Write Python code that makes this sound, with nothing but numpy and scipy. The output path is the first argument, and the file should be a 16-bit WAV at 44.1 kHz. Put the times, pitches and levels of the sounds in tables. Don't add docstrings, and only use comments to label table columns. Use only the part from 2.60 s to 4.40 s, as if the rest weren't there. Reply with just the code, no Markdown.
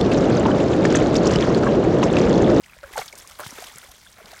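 import sys
import numpy as np
from scipy.fft import rfft, irfft, next_fast_len
from scipy.io import wavfile
from scipy.ndimage import map_coordinates

SR = 44100
rng = np.random.default_rng(int(sys.argv[2]) if len(sys.argv) > 2 else 0)


def wav_record(signal):
    frames = np.transpose(np.atleast_2d(signal))
    bounded = np.clip(frames, -1, 1)
    quanta = np.round(bounded * 32767).astype(np.int16)
    wavfile.write(sys.argv[1], SR, quanta)


N = 79380


def amp(db):
    return 10 ** (np.asarray(db) / 20)


def unit(x):
    return x / np.sqrt(np.mean(x ** 2) + 1e-20)


def add(out, start, sound):
    part = out[max(0, round(start * SR)):][:len(sound)]
    part += sound[:len(part)]


def wobble(rate):
    return map_coordinates(rng.standard_normal(N // 50), [np.arange(N) * rate / SR], mode="mirror")


def filtered(x, response):
    size = next_fast_len(len(x) + 8192)
    return irfft(rfft(x, size) * response(np.fft.rfftfreq(size, 1 / SR)), size)[:len(x)]


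def equalised(x, curve):
    freqs, db = np.transpose(curve)
    return unit(filtered(x, lambda hz: amp(np.interp(np.log(hz + 1), np.log(freqs), db))))


def swell(t, attack, decay):
    shape = (1 - np.exp(-t / attack)) ** 2 * np.exp(-t / decay)
    return shape / shape.max()


def rings(rows, attack_share, rough, click_db=-120):
    out, t = np.zeros(N), np.arange(SR // 6) / SR
    for start, hz, db, decay, glide in rows:
        cycles = np.cumsum(hz * 2 ** (glide * np.minimum(t, 2 * decay))) / SR
        drift = [cycles / 3.75]
        tremor, phase = (rough * map_coordinates(points, drift, mode="mirror")
                         for points in rng.standard_normal((2, 64)))
        envelope = swell(t, attack_share * decay, decay) * (1 + tremor)
        ring = envelope * np.sin(2 * np.pi * cycles + 2 * phase)
        band = filtered(rng.standard_normal(len(t)), lambda f: (f * hz / (f * f + hz * hz)) ** 2)
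        click = np.exp(-cycles / 2) * unit(band)
        add(out, start, amp(db) * (ring + amp(click_db) * click))
    return out


def splats(rows, width_octaves, attack_s, crackle_db):
    out, t = np.zeros(N), np.arange(SR // 10) / SR
    for start, db, centre, decay in rows:
        impacts = rng.standard_normal(len(t)) * amp(crackle_db * np.minimum(wobble(1500)[:len(t)], 2))
        burst = filtered(
            impacts, lambda hz: (1 + np.abs(np.log2((hz + 1) / centre) / width_octaves) ** 4.4) ** -.5)
        add(out, start, amp(db) * swell(t, attack_s, decay) * unit(burst))
    return out


def grains(count, low_hz, high_hz, ring_cycles, spread_db, chirp, samples):
    jitter, pitch, strength, life = rng.random((4, count, 1))
    hz = low_hz * (high_hz / low_hz) ** pitch
    cycles = hz * np.arange(samples) / SR
    age = cycles / (ring_cycles * (.5 + life))
    tone = np.sin(2 * np.pi * cycles * (1 + chirp * np.minimum(age, 10) / 2))
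    envelope = np.exp(-age) * (1 - np.exp(-5 * age))
    gain = amp(-spread_db * np.log(np.maximum(strength, .02)))
    start = ((np.arange(count)[:, None] + jitter) * N / count).astype(int)
    return np.bincount((start + np.arange(samples)).ravel(), (gain * envelope * tone).ravel(), N)[:N]


# f/Hz, level/dB
WIND_EQ = [(15, -17), (45, 1), (90, -3.5), (200, -7.5), (400, -27), (1500, -18.5), (5000, -30.5),
           (15000, -30)]
def wind():
    return amp(-59.5 + 0.67 * wobble(5.94)) * equalised(rng.standard_normal(N), WIND_EQ)


# t/s, attack/s, decay/s, churn level/dB, spray level/dB
WATER_SURGES = [(.02, 0.02, 0.47, -59, -62), (.225, 0.017, 0.36, -51, -59),
                (0.303, 0.014, 0.1, -47.5, -51.5), (0.359, 0.0097, 0.053, -69, -39),
                (0.55, 0.029, 0.049, -50.5, -48.5), (0.658, 0.013, 0.17, -53.5, -52),
                (.785, 0.022, 0.28, -49, -45.5), (0.938, 0.027, 0.16, -47, -48),
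                (1.128, 0.012, 0.81, -69, -55.5), (1.563, 0.013, 0.051, -50, -76),
                (1.648, 0.024, 0.15, -50, -53)]
def surges():
    t, power = np.arange(N) / SR, np.zeros((2, N))
    for start, attack, decay, churn_db, spray_db in WATER_SURGES:
        power += (amp([[churn_db], [spray_db]]) * swell(np.maximum(t - start, 0), attack, decay)) ** 2
    return np.sqrt(power)


# f/Hz, level/dB
WASH_EQ = [(60, -35), (250, 2), (450, -2), (750, 1.5), (1400, 2), (2200, 9), (3200, -6), (6000, -10.5)]
def slosh(churn_gain, lapping_db=-61):
    wash = unit(equalised(rng.standard_normal(N), WASH_EQ) * amp(3.5 * wobble(130)))
    cloud = grains(1200, low_hz=345.6, high_hz=2440, ring_cycles=2.17, spread_db=3.5,
                   chirp=0.036, samples=2000)
    gurgle = equalised(cloud, [(300, -15.5), (700, -2), (1500, 7.5), (2300, -0.5), (4000, -3)])
    return np.hypot(churn_gain, amp(lapping_db)) * (amp(-1) * wash + amp(-2) * gurgle)


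def patter(clump_db=2, clumps_per_s=97):
    cloud = grains(1700, low_hz=2680, high_hz=14800, ring_cycles=1.26, spread_db=5,
                   chirp=0.035, samples=300)
    crackle = equalised(cloud, [(1000, -26), (3000, -0.5), (6000, -2), (9000, 6), (10500, -2), (15000, 1)])
    return unit(crackle * amp(clump_db * wobble(clumps_per_s)))


# f/Hz, level/dB
FIZZ_EQ = [(800, 0), (2000, -8.5), (3500, 1), (4900, 0), (6000, 5.5), (9000, -5), (10500, -1),
           (13500, -1.5), (16000, -29)]
def spray(spray_gain):
    fizz = unit(equalised(rng.standard_normal(N), FIZZ_EQ) * amp(3.4 * wobble(160)))
    tinkle = unit(grains(1800, low_hz=3000, high_hz=9880, ring_cycles=6.5, spread_db=4,
                         chirp=0.043, samples=700))
    drips = filtered(patter(), lambda hz: 1 / np.hypot(1, (hz / 8600) ** 2))
    thrown = amp(-3) * fizz + amp(-4.5) * tinkle + amp(-2.5) * patter()
    return spray_gain * thrown + amp(-61.5) * drips


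# t/s, f/Hz, level/dB, decay/s, glide/(octaves/s)
SOFT_BUMPS = [(.172, 53.3, -46.5, 0.021, 5.5), (.248, 57.4, -43, 0.011, 1), (.33, 49.3, -47, 0.024, -4),
              (.386, 133, -46, 0.022, 4), (.80, 123, -52, 0.0088, -4), (.8635, 174, -33, 0.0066, -73),
              (1.158, 145, -41.5, 0.0057, -10), (1.29, 51, -46, 0.016, -2), (1.645, 176, -44, 0.0056, 11)]
def bumps():
    return rings(SOFT_BUMPS, attack_share=0.21, rough=0.2)


# t/s, level/dB, centre f/Hz, decay/s
LANDING_DROPS = [(.034, -52, 4300, 0.022), (.0605, -48, 7060, 0.0015), (.386, -38.5, 4500, 0.0066),
                 (.461, -34.5, 4500, 0.00058), (.4615, -36.5, 12200, 0.0016), (.48, -34.5, 4100, 0.0057),
                 (.526, -41.5, 6200, 0.0064), (.5535, -40, 5900, 0.0041), (.5775, -41.5, 7300, 0.011),
                 (.599, -40.5, 6170, 0.0022), (.628, -54, 7100, 0.0044), (.6745, -34, 6800, 0.0016),
                 (.6988, -34, 7800, 0.00066), (.7122, -41, 8000, 0.00039), (.718, -39, 4430, 0.0013),
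                 (.789, -35.5, 12900, 0.0024), (.802, -30.5, 10100, 0.0017), (.809, -37.5, 6500, 0.0032),
                 (.846, -39, 3540, 0.0062), (.865, -38.5, 5030, 0.0045), (.876, -38.5, 8500, 0.0044),
                 (1.04, -37, 3200, 0.0025), (1.067, -38, 3220, 0.0036), (1.159, -37, 6300, 0.0016),
                 (1.1835, -33, 8160, 0.0019), (1.316, -45.5, 3560, 0.0068), (1.5255, -43, 4800, 0.0047),
                 (1.657, -40, 3900, 0.0036), (1.7115, -50, 5100, 0.0016), (1.717, -36.5, 4150, 0.0013),
                 (1.736, -39, 4360, 0.0018), (1.792, -40.5, 4500, 0.002)]
def drops():
    return splats(LANDING_DROPS, width_octaves=0.49, attack_s=0.0001, crackle_db=1.5)


# t/s, level/dB, centre f/Hz, decay/s
WATER_SLAPS = [(.187, -45, 1520, 0.0025), (.231, -37.5, 1000, 0.0043), (.333, -37, 2320, 0.0057),
               (.372, -31.5, 1210, 0.028), (.414, -28.5, 890, 0.006), (.532, -48.5, 454, 0.038),
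               (.788, -39.5, 1370, 0.0038), (.795, -28, 720, 0.0038), (.802, -37, 810, 0.03),
               (.8345, -39, 1600, 0.0012), (.863, -34.5, 1200, 0.0048), (.981, -37.5, 1350, 0.0097),
               (1.021, -64, 1500, 0.0092), (1.641, -48, 650, 0.048), (1.682, -48, 1740, 0.005)]
def slaps():
    return splats(WATER_SLAPS, width_octaves=0.82, attack_s=0.00037, crackle_db=0)


# t/s, f/Hz, level/dB, decay/s, glide/(octaves/s)
AIR_POCKETS = [ (.038, 1816, -44, 0.0038, 104), (.0605, 1940, -41, 0.0021, 27),
               (.0955, 2480, -40, 0.002, 21), (.134, 2220, -38.5, 0.00096, 44),
               (.1645, 568, -48, 0.0044, 11), (.231, 568, -37, 0.011, -3), (.238, 1220, -29, 0.0029, 77),
               (.309, 406, -40.5, 0.003, 7), (.334, 1940, -36.5, 0.0048, 10),
               (.3565, 780, -25, 0.0065, 15.5), (.3775, 1465, -24.5, 0.0021, 6),
               (.3775, 720, -18.5, 0.0018, -61), (.381, 554, -26, 0.0061, -27.5),
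               (.3865, 3480, -29, 0.0024, 53), (.391, 768, -22.5, 0.0033, 4),
               (.4165, 2120, -30.5, 0.0042, 8), (.479, 5530, -36, 0.001, 7),
               (.527, 2180, -30.5, 0.0015, 14), (.536, 925, -41.5, 0.0023, 13),
               (.585, 8600, -41.5, 0.0021, 13), (.5985, 5430, -37.5, 0.002, 16),
               (.645, 1090, -43, 0.0043, 5), (.796, 577, -37, 0.013, 4.5), (.805, 1250, -24, 0.001, 9),
               (.834, 1437, -30.5, 0.0028, 14), (.9068, 5930, -31.5, 0.0015, -6),
               (.921, 910, -41.5, 0.0038, 16), (.925, 234, -38, 0.0037, 19), (.985, 420, -33, 0.003, 3),
               (1.0225, 635, -33.5, 0.0032, 32), (1.179, 1180, -41, 0.0049, 77.5),
               (1.245, 634, -42.5, 0.0027, -10), (1.293, 670, -47, 0.0061, 14.5),
               (1.4635, 1310, -41.5, 0.0029, 79), (1.471, 3350, -41, 0.0023, 16),
               (1.586, 730, -43.5, 0.0029, -8), (1.603, 620, -43, 0.0052, 7),
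               (1.613, 369, -44.5, 0.0054, 36), (1.7305, 660, -38, 0.0026, -7),
               (1.74, 1490, -42, 0.0037, 17), (1.763, 1940, -42, 0.0021, 42)]
def gulps():
    return rings(AIR_POCKETS, attack_share=0.6, rough=0.26, click_db=-12)


def scene():
    churn_gain, spray_gain = surges()
    hits = slaps() + drops() + gulps() + bumps()
    return (hits + slosh(churn_gain) + spray(spray_gain) + wind())[None]


def record(dry, top_hz=15900):
    return filtered(dry[0], lambda hz: hz < top_hz)[None]


dry = scene()
out = record(dry)
wav_record(out)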